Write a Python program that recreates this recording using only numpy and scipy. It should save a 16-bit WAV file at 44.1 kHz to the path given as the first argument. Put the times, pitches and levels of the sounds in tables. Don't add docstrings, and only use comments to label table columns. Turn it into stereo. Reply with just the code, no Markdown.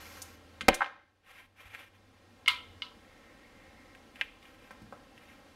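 import sys
import numpy as np
from scipy import signal
from scipy.fft import rfft, irfft
from scipy.io import wavfile
from scipy.ndimage import uniform_filter1d

SR = 44100
rng = np.random.default_rng(int(sys.argv[2]) if len(sys.argv) > 2 else 0)


def wrap_up_sound(samples):
    columns = np.atleast_2d(samples).T
    tamed = np.clip(columns, -1, 1)
    steps = np.round(tamed * 32767).astype(np.int16)
    wavfile.write(sys.argv[1], SR, steps)


N = 245107
T = np.arange(N) / SR
RING = T[:SR * 3 // 5]


def amp(db):
    return 10 ** (np.asarray(db) / 20)


def unit(x):
    return x / np.sqrt(np.mean(x ** 2))


def band(x, hz, octaves, order=2):
    half_width = 2 ** (octaves / 2)
    edges_hz = np.clip([hz / half_width, hz * half_width], [10, 20], [.4 * SR, .45 * SR])
    return signal.sosfilt(signal.butter(order, edges_hz, "band", fs=SR, output="sos"), x)


def colour(x, points):
    hz, db = np.transpose(points)
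    f = np.maximum(np.fft.rfftfreq(N, 1 / SR), 1)
    gain = amp(np.interp(np.log(f), np.log(hz), db))
    return unit(irfft(rfft(x) * gain, N))


def walk(rate_hz):
    k = int(SR / rate_hz)
    steps = np.repeat(rng.standard_normal(N // k + 1), k)
    return unit(uniform_filter1d(steps, k)[:N])


def fade(t, t60):
    return np.exp(-np.log(1000) * t / t60)


def room(gap_s=0.0029, build_s=0.0023, side_db=-20, treble_side_db=-1):
    # f/Hz, t60/s
    room_decay = [(150, 0.68), (600, 0.41), (1500, 0.35), (3500, 0.54), (7000, 0.27), (14000, 0.28)]
    hz, t60 = np.transpose(room_decay)
    mid_side = np.zeros((2, len(RING)))
    for f in 62.5 * 2. ** np.arange(9):
        decay = fade(RING, np.interp(np.log(f), np.log(hz), t60))
        mid_side += band(rng.standard_normal((2, len(RING))), f, 0.86) * decay
    mid, side = mid_side
    side = amp(side_db) * side + amp(treble_side_db) * band(side, 9500, 1.0)
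    onset = np.clip((RING - gap_s) / build_s, 0, 1)
    return np.array([mid + side, mid - side]) * onset / np.linalg.norm(mid * onset)


def body(modes, crack_db):
    response = amp(crack_db) * (RING == 0)
    for hz, db, t60 in modes:
        response = response + amp(db) * fade(RING, t60) * np.cos(2 * np.pi * hz * RING)
    return response


def strike(rows, response, room_db, rattle_db, rattle_t60):
    out = np.zeros((2, N + SR))
    echo = signal.fftconvolve(response[None], room(), axes=1)[:, :len(RING)]
    heard = response + amp(room_db) * echo
    for s, db, hz, octaves, tick_db in rows:
        touches = unit(rng.standard_normal(len(RING)) ** 3)
        rattle = amp(rattle_db) * touches * fade(RING, rattle_t60) * (1 - fade(RING, 0.004))
        push = band(heard + rattle, hz, octaves, order=3)
        tick = amp(tick_db) * band(heard + rattle, 11000, 3.0)
        hit = push + tick
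        start = int(s * SR)
        out[:, start:start + len(RING)] += amp(db) * hit / np.abs(hit).max()
    return out[:, :N]


def with_support(rows, weaker_db, hz, octaves, tick_db):
    return list(rows) + [(row[0], row[1] + weaker_db, hz, octaves, tick_db) for row in rows]


def strokes(rows):
    speed_power = 0.64
    gain = np.zeros(N)
    for start_s, length_s, db in rows:
        phase = np.pi * np.clip((T - start_s) / length_s, 0, 1)
        speed = np.maximum(np.sin(phase), 0)
        gain += amp(db) * speed ** speed_power
    return gain


def rub(rows, spectrum, grain, flutter_db):
    slips = rng.standard_normal(N) * np.exp(grain * rng.standard_normal(N))
    return colour(slips, spectrum) * strokes(rows) * amp(flutter_db * walk(60))


def air():
    # f/Hz, density/dB
    mid_spectrum = [(15, -23.5), (28, -1.5), (60, -3.5), (100, 3), (150, -5), (280, -3.5), (500, -6),
                    (1000, -11), (2000, -14), (2800, -17), (5000, -23), (8000, -29.5), (12000, -29),
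                    (15000, -33)]
    side_spectrum = [(24, -53), (40, -18.5), (382, -5.5), (866, -24.5), (1960, -12.5), (2640, -32.5),
                     (3390, -17.5), (4340, -27.5), (15000, -40.5)]
    mid = colour(rng.standard_normal(N), mid_spectrum) * amp(-58.5 + .5 * walk(4.7))
    side = colour(rng.standard_normal(N), side_spectrum) * amp(-60)
    return np.array([mid + side, mid - side])


def hum():
    # t/s, f/Hz
    pitch_track = [(0, 84.4), (.62, 82.7), (.85, 90.5), (1.8, 98.2), (2.45, 96.5), (2.78, 88.6)]
    base_db, swell_peak_db, swell_s, waver_db = -60, 3, 0.27, 2.2
    stop_s, release_t60 = 2.78, 0.076
    t, hz = np.transpose(pitch_track)
    phase = 2 * np.pi * np.cumsum(np.interp(T, t, hz)) / SR
    swell_db = swell_peak_db * np.exp(-np.abs(T - stop_s) / swell_s)
    release = fade(np.maximum(T - stop_s, 0), release_t60)
    return unit(np.sin(phase)) * amp(base_db + swell_db + waver_db * walk(3.3)) * release


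def felt_rubbing():
    # start/s, length/s, level/dB
    hand_sweep = [(-0.25, 0.63, -52)]
    card_slides = [(1.23, 0.24, -45), (1.555, 0.13, -46.5), (1.65, 0.24, -45), (1.93, 0.04, -59),
                   (4.135, 0.13, -58.5), (4.39, 0.18, -61.5), (4.58, 0.14, -63), (5.13, 0.28, -62.5)]
    # f/Hz, density/dB
    hand_spectrum = [(150, -28.5), (300, -7), (600, -9), (1200, -8), (2200, -7.5), (3600, -16),
                     (6000, -14.5), (9000, -21.5), (13500, -10), (15000, -24)]
    card_spectrum = [(250, -14), (500, -10.5), (1100, -7), (1800, -3.5), (2400, -2.5), (3400, -11),
                     (4300, -21), (6000, -23), (8300, -25.5), (11000, -19), (13500, -17.5), (15000, -26)]
    felt = rub(hand_sweep, hand_spectrum, grain=0.47, flutter_db=1.34)
    felt = felt + rub(card_slides, card_spectrum, grain=0.53, flutter_db=2.0)
    echo = signal.fftconvolve(felt[None], room(), axes=1)[:, :N]
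    return felt + amp(-15.5) * echo


def chip_clicks():
    # t/s, level/dB, centre f/Hz, width/octaves, tick/dB
    clicks = [(.2190, -22.5, 8300, 1.6, -27), (.6096, -32.5, 7000, 1.26, -15),
              (.7190, -18.5, 2140, 0.78, -36.5), (.7315, -4.5, 2000, .94, -31), (.7425, -1, 7600, 2, -27),
              (.7440, -2, 4670, 2.7, -25)]
    # f/Hz, level/dB, t60/s
    chip_modes = [(3540, -2.5, 0.026), (5930, -15, 0.035), (6180, -13, .06), (6820, -8, 0.12),
                  (8920, -8, 0.018), (10300, -6, 0.0092)]
    return strike(clicks, body(chip_modes, crack_db=19.0), room_db=-10, rattle_db=1.5, rattle_t60=0.047)


def rocking(count=3):
    start_s, gap_s = .8283, 0.016
    first_db, loss_db = -9.5, 0.5
    hz, octaves, tick_db = 1370, 2.15, -56
    return [(start_s + gap_s * k, first_db - loss_db * k, hz, octaves, tick_db) for k in range(count)]


def rack_knocks():
    # t/s, level/dB, centre f/Hz, width/octaves, tick/dB
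    knocks = [(.6092, -20, 2100, 1.6, -28), (.6832, 14, 1050, 2.98, -27), (.6895, 7, 632, 1.3, -47),
              (.8071, 0.5, 1200, 1.18, -50), (.8182, 5, 1150, 1.22, -47)]
    # f/Hz, level/dB, t60/s
    rack_modes = [(330, -11, 0.06), (560, -10, 0.11), (800, -7, 0.023), (1280, -6.5, 0.035),
                  (1558, -5, 0.043), (1730, -19, 0.1), (2100, -3.5, 0.032), (2450, -5.5, 0.02),
                  (3050, -8, .03)]
    rows = list(knocks) + rocking()
    return strike(rows, body(rack_modes, crack_db=32), room_db=-10.5, rattle_db=11.5, rattle_t60=0.056)


def table_bumps():
    # t/s, level/dB, centre f/Hz, width/octaves, tick/dB
    bumps = [(.6150, -41, 170, 3, -59), (.6330, -43, 114.3, 2.9, -63.5), (1.6500, -44.5, 70.5, 1.5, -58),
             (2.9150, -50, 500, 2.4, -38), (2.9680, -53, 287, 1.5, -65), (4.7080, -34.5, 616, 3.34, -22.5),
             (4.8170, -43, 151, 1.11, -44), (4.9250, -34, 575, 2.4, -38)]
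    return strike(bumps, body([], crack_db=0.5), room_db=-1.5, rattle_db=-18.5, rattle_t60=0.052)


def table_thump():
    # t/s, level/dB, centre f/Hz, width/octaves, tick/dB
    thump = [(.6838, 4.5, 71.7, 5.9, -58.5)]
    return strike(thump, body([], crack_db=-2), room_db=-20.5, rattle_db=-27.5, rattle_t60=0.12)


def card_taps():
    # t/s, level/dB, centre f/Hz, tick/dB
    taps = [(1.7486, -20, 1890, -31), (3.95, -40.5, 1950, -24), (4.1581, -37, 2100, -23),
            (4.2120, -12, 2216, -39), (4.4280, -45, 2800, -18), (4.454, -42, 2180, -26),
            (5.1780, -40, 2130, -26)]
    width_octaves = .9
    rows = [(s, db, hz, width_octaves, tick_db) for s, db, hz, tick_db in taps]
    rows = with_support(rows, weaker_db=-14.5, hz=1150, octaves=1.8, tick_db=-45)
    return strike(rows, body([], crack_db=5.5), room_db=-16.5, rattle_db=-22.5, rattle_t60=0.058)


def holder_clacks():
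    # t/s, level/dB, centre f/Hz, width/octaves, tick/dB
    clacks = [(2.4608, -25.5, 2800, 1.5, -24), (2.4775, -10, 2280, 0.46, -59),
              (2.4820, -4, 3080, 0.93, -20.5), (2.4933, -16.5, 1900, 2, -46),
              (2.8208, -21, 3250, 1.03, -26), (2.8650, -40, 2850, 0.41, -50)]
    # f/Hz, level/dB, t60/s
    holder_modes = [(992, -2.5, 0.36), (1306, -11, 0.28), (1362, -17, 0.29), (2159, 16, 0.026),
                    (2300, -34, 0.21), (2200, -33, .05), (2805, 6, 0.069), (2936, 8.5, 0.068),
                    (3053, 18, 0.011), (3170, -32, .18), (3270, -14, 0.091), (3530, 1, 0.088),
                    (3935, -47, 0.064), (4770, -2, 0.063), (6260, 3, 0.127)]
    rows = with_support(clacks, weaker_db=-17.5, hz=1257, octaves=0.56, tick_db=-67)
    return strike(rows, body(holder_modes, crack_db=31.5), room_db=-17, rattle_db=6, rattle_t60=0.27)


def shoe_draws():
    # start/s, length/s, level/dB
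    draws = [(2.98, 0.52, -66.5), (3.42, 0.64, -65)]
    friction = unit(band(rng.standard_normal(N), 2010, .3))
    return friction * strokes(draws) * amp(0.76 * walk(24))


def scene():
    background = air() + hum()
    rubbing = felt_rubbing() + shoe_draws()
    chips = chip_clicks() + rack_knocks()
    table = table_bumps() + table_thump()
    cards = card_taps() + holder_clacks()
    return background + rubbing + chips + table + cards


def lag(x, seconds):
    pole = np.exp(-1 / (seconds * SR))
    return signal.lfilter([1 - pole], [1, -pole], x)


def gain_control(x, threshold_db, release_db_per_s, sense_s, attack_s):
    level_db = 10 * np.log10(lag(np.mean(x ** 2, axis=0), sense_s) + 1e-12)
    over_db = np.maximum(level_db - threshold_db, 0)
    release_db = release_db_per_s * T
    cut_db = np.maximum.accumulate(over_db + release_db) - release_db
    return x * amp(-lag(cut_db, attack_s))


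def delay(x, seconds):
    f = np.fft.rfftfreq(N, 1 / SR)
    return irfft(rfft(x) * np.exp(-2j * np.pi * f * seconds), N)


def record(dry):
    ceiling, dull_hz, top_hz = 0.24, 7000, 15600
    late_db, bright_db = -5.5, -8
    feed_lag_s, right_lag_s = .00377 + 2 / SR, .000018
    x = gain_control(dry, threshold_db=-13.0, release_db_per_s=10.0, sense_s=0.0028, attack_s=0.0031)
    mono = signal.sosfilt(signal.butter(3, dull_hz, fs=SR, output="sos"), x.mean(axis=0))
    early = np.clip(mono, -ceiling, ceiling)
    stereo = np.tanh(2 * x) / 2
    stereo = amp(late_db) * stereo + amp(bright_db) * band(stereo, 9100, 0.76, order=1)
    left = delay(stereo[0], feed_lag_s - right_lag_s / 2)
    right = delay(stereo[1], feed_lag_s + right_lag_s / 2)
    top_cut = signal.ellip(8, .2, 70, top_hz, fs=SR, output="sos")
    return signal.sosfilt(top_cut, early + np.array([left, right]))


dry = scene()
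out = record(dry)
wrap_up_sound(out)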